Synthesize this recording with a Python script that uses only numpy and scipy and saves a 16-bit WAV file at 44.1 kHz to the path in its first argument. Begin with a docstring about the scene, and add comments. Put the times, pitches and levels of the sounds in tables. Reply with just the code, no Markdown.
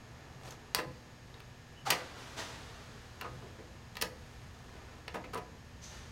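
"""Ventilation and mains hum in a large, quiet workshop; a hand rubs on a grip, then steel clicks.
A hand rivet tool is squeezed three times against the steel frame of a table. The jaws slip and click,
the stem groans and snaps, the handles clack open against their stops. Each contact rings tool and
frame; knocks make the table top boom. Air hisses a few times far off in the hall."""
import sys
import numpy as np
from scipy import signal
from scipy.fft import rfft, irfft, next_fast_len
from scipy.io import wavfile

SR = 44100
rng = np.random.default_rng(int(sys.argv[2]) if len(sys.argv) > 2 else 0)


def master_out(mix):
    """Clip the mix to full scale and print it as 16-bit PCM to the path in sys.argv[1]."""
    frames = np.transpose(np.atleast_2d(mix))
    ceiling = np.clip(frames, -1, 1)
    pcm = np.round(ceiling * 32767).astype(np.int16)
    wavfile.write(sys.argv[1], SR, pcm)


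N = 269451

# noise spectra (frequency [Hz], relative density [dB])
VENT_SPECTRUM = [(15, -11.5), (25, -9), (70, 2.5), (123, -2), (145, -2.5), (242, -13.5), (263, -11),
                 (489, -14.5), (796, -14.5), (1740, -19.5), (2410, -20.5), (6740, -29.5), (8830, -37),
                 (11600, -40.5), (16000, -34.5)]
RUMBLE_SPECTRUM = [(25, -27), (45, 5), (70, 11), (100, 4), (150, -3), (220, -1), (400, -57)]
RUSH_SPECTRUM = [(100, -22), (300, 0.5), (800, 0), (1400, 0.5), (2300, -4), (4500, -6.5), (6500, -10.5),
                 (10000, -19.5), (16000, -31)]
NOZZLE_SPECTRUM = [(2000, -12.5), (4000, -6.5), (5600, -5), (6150, 2), (6700, -4), (7500, -13), (8100, -15),
                   (9200, -20), (12300, -24), (16000, -39)]
RUB_SPECTRUM = [(100, -28), (300, 7.5), (1000, 4.5), (2500, -3.5), (6000, -9.5), (9000, -15.5),
                (15000, -26)]
# rumble envelope (time [s], relative level [dB])
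RUMBLE_ENVELOPE = [(0.0, -71), (0.87, -67), (1.31, -74), (2.72, -51.5), (5.16, -54), (6.08, -51),
                   (6.11, -47)]
# lamp hum and buzz (frequency [Hz], rms level [dB])
HUM_PARTIALS = [(120, -60.5), (240, -66.5), (480, -74.5), (1680, -72), (1800, -71.5), (4080, -81.5),
                (4800, -78.5), (5400, -80), (6120, -84), (6360, -85), (6600, -81), (6720, -78)]
# narrow background hiss (centre [Hz], width [Hz], rms level [dB])
HISS_BANDS = [(7400, 440, -88.5), (8500, 400, -85.5), (11380, 320, -82.5)]
# reverberation, table and floor / hall (frequency [Hz], T60 [s])
NEAR_DECAY = [(100, 0.87), (400, 0.45), (1500, 0.24), (4000, 0.13), (8000, 0.22), (16000, 0.19)]
HALL_DECAY = [(100, 4.9), (1000, 1.57), (4000, 1.82), (8000, 1.26), (16000, 2.7)]
# far air (time [s], rush [dB], nozzle hiss [dB], rise [s], decay [s])
AIR_PUFFS = [(1.85, -38, -63, 0.021, 0.077), (2.14, -53, -72, 0.05, 0.9), (2.363, -41.5, -50, 0.03, 0.051),
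             (5.811, -66, -50.5, 0.03, 0.078), (5.861, -54.5, -74, 0.081, 0.16)]
# tool pulling at the table top (time [s], level [dB], half-width [s])
TABLE_TUGS = [(0.474, -54.5, 0.11), (0.887, -46.5, 0.034), (1.901, -48, 0.046), (3.362, -50, .035)]
# hands sliding on the tool (time [s], level [dB], half-width [s], treble [dB])
GRIP_RUBS = [(0.224, -60, 0.15, -13.5), (0.483, -53.5, 0.036, 6), (0.653, -60, 0.078, -16),
             (1.365, -61, 0.056, -12), (3.37, -62, 0.15, 0.5), (4.443, -66.5, 0.27, 6.5),
             (4.864, -59, 0.14, -10)]
# jaws and stem under load (time [s], level [dB], half-width [s], pitch [Hz], waver [Hz])
STEM_SQUEALS = [(1.79, -59.5, 0.02, 2950, 200), (1.8755, -29.5, 0.0037, 850, 87),
                (1.882, -46, 0.014, 800, 216), (1.868, -42, 0.0056, 1290, 147)]
# tool and frame resonances (frequency [Hz], width [Hz], gain [dB])
STEEL_MODES = [(326.5, 16.4, 4.5), (448, 14.5, 4), (501.2, 16, 7), (734, 15, 4.5), (945, 14, 2),
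               (995, 19, 4.5), (1236, 16, 5.5), (1314, 17, -10), (1666, 72, -5.5), (1990, 30, -1),
               (2450, 8.2, -18), (2680, 22, -14), (2840, 34, -12.5), (3030, 10, -26), (3380, 6.9, -28),
               (4330, 150, -8), (4730, 17, 7), (5550, 110, 1.5), (6170, 17, -13), (9000, 17, -23)]
# handles and stem on their stops (time [s], level [dB], chatter [s], weight [dB], treble [dB], ping [Hz])
STOP_KNOCKS = [ (0.755, -6.5, 0.021, 1, -18, 1050), (0.7847, 1, .0095, -1.5, -20, 508),
               (1.907, 5.5, 0.0043, -10, -6, 4840), (1.919, 5, 0.0088, -7, -12, 2750),
               (3.217, -9, .009, 0, -34, 1410), (3.242, -11.5, 0.015, 7.5, -47, 1160),
               (3.41, -25.5, 0.025, 17, -23, 393), (3.583, -22, .02, 13, -22, 345),
               (4.0129, -6.5, 0.0058, -2, 3, 5400), (4.0236, -0.5, 0.004, 1, -9, 2780),
               (5.142, -8.5, 0.0083, 6.5, -13, 1390), (5.153, -9.5, .012, 9.5, -17, 830),
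               (5.240, -13.5, .01, 4, -23, 2410), (5.333, -10, 0.0082, 4, -9, 1380),
               (5.351, -8.5, 0.01, 7, -28, 1120), (5.372, -10.5, 0.0091, 6.5, -10.5, 426)]
# jaws catching, then seating (time [s], catch [dB], seat [dB], treble [dB], catch ping [Hz])
JAW_CLICKS = [ (0.508, -27.5, -28, 2, 6230), (0.525, -24, -35, -17, 5840), (0.748, 3, -6, 2, 4620),
              (1.342, -31, -33, -10, 3750), (1.402, -25.5, -22, -8.5, 3420), (1.904, -3, 0.5, 6.5, 2830),
              (3.212, -13, -14, -5, 2800), (3.955, -13, -15, -21, 4050), (3.9696, -8.5, -13, -8.5, 1850),
              (4.0222, -0.5, -7, 2.5, 2770), (5.080, -9, -8, -20.5, 2800), (5.346, -17, -25, -3.5, 9500)]


def from_db(db):
    """Decibels to gain."""
    return 10 ** (np.asarray(db) / 20)


def rms_one(x):
    """Scale to unit rms."""
    return x / np.sqrt(np.mean(x ** 2) + 1e-20)


def seconds():
    """Sample times."""
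    return np.arange(N) / SR


def at_hz(points, hz):
    """Table lookup on a log-frequency axis."""
    table_hz, values = np.transpose(points)
    return np.interp(np.log(np.maximum(hz, 1)), np.log(table_hz), values)


def cut(x, hz, kind, order=2):
    """Causal Butterworth filter."""
    sos = signal.butter(order, np.clip(hz, 10, .45 * SR), kind, fs=SR, output="sos")
    return signal.sosfilt(sos, x + 1e-18)


def noise(spectrum):
    """Shaped noise, unit rms."""
    size = next_fast_len(N)
    hz = np.arange(size // 2 + 1) * SR / size
    shaped = rfft(rng.standard_normal(size)) * from_db(at_hz(spectrum, hz))
    return rms_one(irfft(shaped, size)[:N])


def resonate(x, hz, width_hz):
    """Two-pole resonance, unit peak gain."""
    r = np.exp(-np.pi * width_hz / SR)
    feedback = [1, -2 * r * np.cos(2 * np.pi * hz / SR), r * r]
    return signal.lfilter(np.array([1, 0, -1]) * (1 - r * r) / 2, feedback, x + 1e-18)


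def swell(time_s, half_width_s):
    """Gaussian envelope."""
    return np.exp(-.5 * np.minimum(((seconds() - time_s) / half_width_s) ** 2, 100))


def wavering(hz, waver_hz):
    """Tone with fast random pitch wander, unit rms."""
    wander = rms_one(cut(rng.standard_normal(N), 187.0, "low"))
    pitch_hz = hz + waver_hz * .5 * wander
    return rms_one(np.sin(2 * np.pi * np.cumsum(pitch_hz) / SR))


def add(track, time_s, sound):
    """Mix in place at time_s."""
    start = round(time_s * SR)
    track[start:start + len(sound)] += sound


def reverberate(x, decay, build_s, dull_hz):
    """Diffuse reflections build up, then die at a separate rate per octave."""
    t = np.arange(int(1.5 * SR)) / SR
    edges_hz = np.geomspace(70, 18000, 9)
    tail = np.zeros(len(t))
    for low, high in zip(edges_hz, edges_hz[1:]):
        band = cut(rng.standard_normal(len(t)), [low, high], "band")
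        tail += band * from_db(-60 * t / at_hz(decay, np.sqrt(low * high)))
    tail = rms_one(tail * (1 - np.exp(-t / build_s))) / np.sqrt(len(t))
    return signal.fftconvolve(x, cut(tail, dull_hz, "low", order=1))[:N]


def background(vent_db=-54, rumble_trim_db=-5):
    """Ventilation, wandering rumble, lamp hum, thin bands of hiss."""
    t = seconds()
    vent = from_db(vent_db) * cut(noise(VENT_SPECTRUM), 11400, "low")
    rumble_db = np.interp(t, *np.transpose(RUMBLE_ENVELOPE)) + rumble_trim_db
    rumble = from_db(rumble_db) * noise(RUMBLE_SPECTRUM)
    hum = sum(from_db(db) * np.sqrt(2) * np.sin(2 * np.pi * (hz * t + rng.random()))
              for hz, db in HUM_PARTIALS)
    hiss = sum(from_db(db) * rms_one(resonate(rng.standard_normal(N), hz, width_hz))
               for hz, width_hz, db in HISS_BANDS)
    return vent + rumble + hum + hiss


def far_air(hall_db=-4):
    """Puffs open fast, lose pressure, linger in the hall."""
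    rush, nozzle, air = noise(RUSH_SPECTRUM), noise(NOZZLE_SPECTRUM), np.zeros(N)
    for time_s, rush_db, nozzle_db, rise_s, decay_s in AIR_PUFFS:
        age_s = seconds() - time_s
        flow = np.clip(age_s / rise_s, 0, 1) * np.exp(-np.maximum(age_s - rise_s, 0) / decay_s)
        air += flow * (from_db(rush_db) * rush + from_db(nozzle_db) * nozzle)
    return air + from_db(hall_db) * reverberate(air, HALL_DECAY, build_s=0.0053, dull_hz=7850)


def table_booms(boom_hz=180.5, boom_gain_db=-55.5, lag_s=0.022, tug_hz=131, waver_hz=70):
    """The table top booms softly under each knock's weight and each tug of the tool."""
    booms = sum(from_db(boom_gain_db + db + weight_db) * swell(time_s + lag_s, half_width_s=.028)
                for time_s, db, _, weight_db, _, _ in STOP_KNOCKS)
    tugs = sum(from_db(db) * swell(time_s, half_width_s) for time_s, db, half_width_s in TABLE_TUGS)
    return booms * wavering(boom_hz, waver_hz) + tugs * wavering(tug_hz, waver_hz)


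def grip_rubs(grain_db=3):
    """Grainy skin friction on the grip; each rub has its own brightness."""
    friction = noise(RUB_SPECTRUM)
    friction *= from_db(grain_db * rms_one(cut(rng.standard_normal(N), 150, "low")))
    dull = cut(friction, 3800, "low", order=1)
    treble = friction - dull
    return sum(from_db(db) * swell(time_s, half_width_s) * (dull + from_db(treble_db) * treble)
               for time_s, db, half_width_s, treble_db in GRIP_RUBS)


def stem_squeals():
    """Loaded steel sticks and slips at a wavering rate."""
    return sum(from_db(db) * swell(time_s, half_width_s) * wavering(hz, waver_hz)
               for time_s, db, half_width_s, hz, waver_hz in STEM_SQUEALS)


def chatter(decay_s, rebounds_per_s=8000, first_touch=0.88, soft_s=0.013):
    """One touch and a dying train of rebounds, unit energy; slow contacts grind in softly."""
    t = np.arange(SR // 5) / SR
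    touches = rng.choice([-1, 1], len(t)) * rng.uniform(0.4, 1, len(t))
    touches *= rng.random(len(t)) < rebounds_per_s / SR
    rise_s = 0.46 * decay_s ** 2 / soft_s
    touches *= 1 - np.exp(-t / rise_s)
    touches[0] = first_touch * np.exp(-decay_s / soft_s)
    touches *= np.exp(-t / decay_s)
    return touches / np.linalg.norm(touches)


def contact(chatter_s, thud_db, treble_db, ping_hz, ping_db, ping_q=18, sparkle_db=-10):
    """Handles clack, the frame thuds, hard faces crack, the small struck part pings."""
    touches = chatter(chatter_s)
    clack = cut(touches, [720, 2600], "band")
    thud = from_db(thud_db) * cut(touches, [220, 660], "band")
    treble = cut(touches, 3500, "high")
    dull = cut(treble, 3300, "low", order=1)
    crack = from_db(treble_db) * (dull + from_db(sparkle_db) * (treble - dull))
    hit = clack - thud - crack  # adjacent bands in opposite phase
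    return hit + from_db(ping_db) * resonate(hit, ping_hz, ping_hz / ping_q)


def steel_ring(force):
    """All contacts ring the same tool and frame."""
    return force + sum(from_db(db) * resonate(force, hz, width_hz) for hz, width_hz, db in STEEL_MODES)


def stop_knocks():
    """Handles and stem rattle on their stops; more weight, more thud."""
    force = np.zeros(N + SR)
    for time_s, db, chatter_s, weight_db, treble_db, ping_hz in STOP_KNOCKS:
        knock = contact(chatter_s, weight_db, treble_db, ping_hz, ping_db=5.5, ping_q=8)
        add(force, time_s, from_db(db) * knock)
    return force[:N]


def jaw_clicks(catch_s=0.00032, seat_lag_s=0.0021, seat_s=0.0011, thud_db=-12.5, jaw_hz=4350):
    """Jaws catch hard, then seat with a short chatter; lighter clicks ping more purely."""
    force = np.zeros(N + SR)
    for time_s, catch_db, seat_db, treble_db, ping_hz in JAW_CLICKS:
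        catch = contact(catch_s, thud_db, treble_db, ping_hz, ping_db=5 - 0.62 * max(catch_db, seat_db))
        seat = contact(seat_s, thud_db, treble_db, jaw_hz, ping_db=-0.5 - 0.52 * seat_db)
        add(force, time_s, from_db(catch_db) * catch)
        add(force, time_s + seat_lag_s, from_db(seat_db) * seat)
    return force[:N]


def scene(direct_db=-1, near_db=-5, hall_db=-21):
    """Tool close by; table and floor reflect first, the hall faintly after. Mono."""
    tool = steel_ring(jaw_clicks() + stop_knocks()) + stem_squeals() + grip_rubs()
    near = from_db(near_db) * reverberate(tool, NEAR_DECAY, build_s=0.0014, dull_hz=6130)
    hall = from_db(hall_db) * reverberate(tool, HALL_DECAY, build_s=0.0042, dull_hz=4000)
    return (from_db(direct_db) * tool + near + hall + table_booms() + far_air() + background())[None]


def record(dry):
    """Steep low-pass at 16 kHz."""
    return signal.sosfilt(signal.ellip(10, .2, 80, 16000, fs=SR, output="sos"), dry)


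dry = scene()
out = record(dry)
master_out(out)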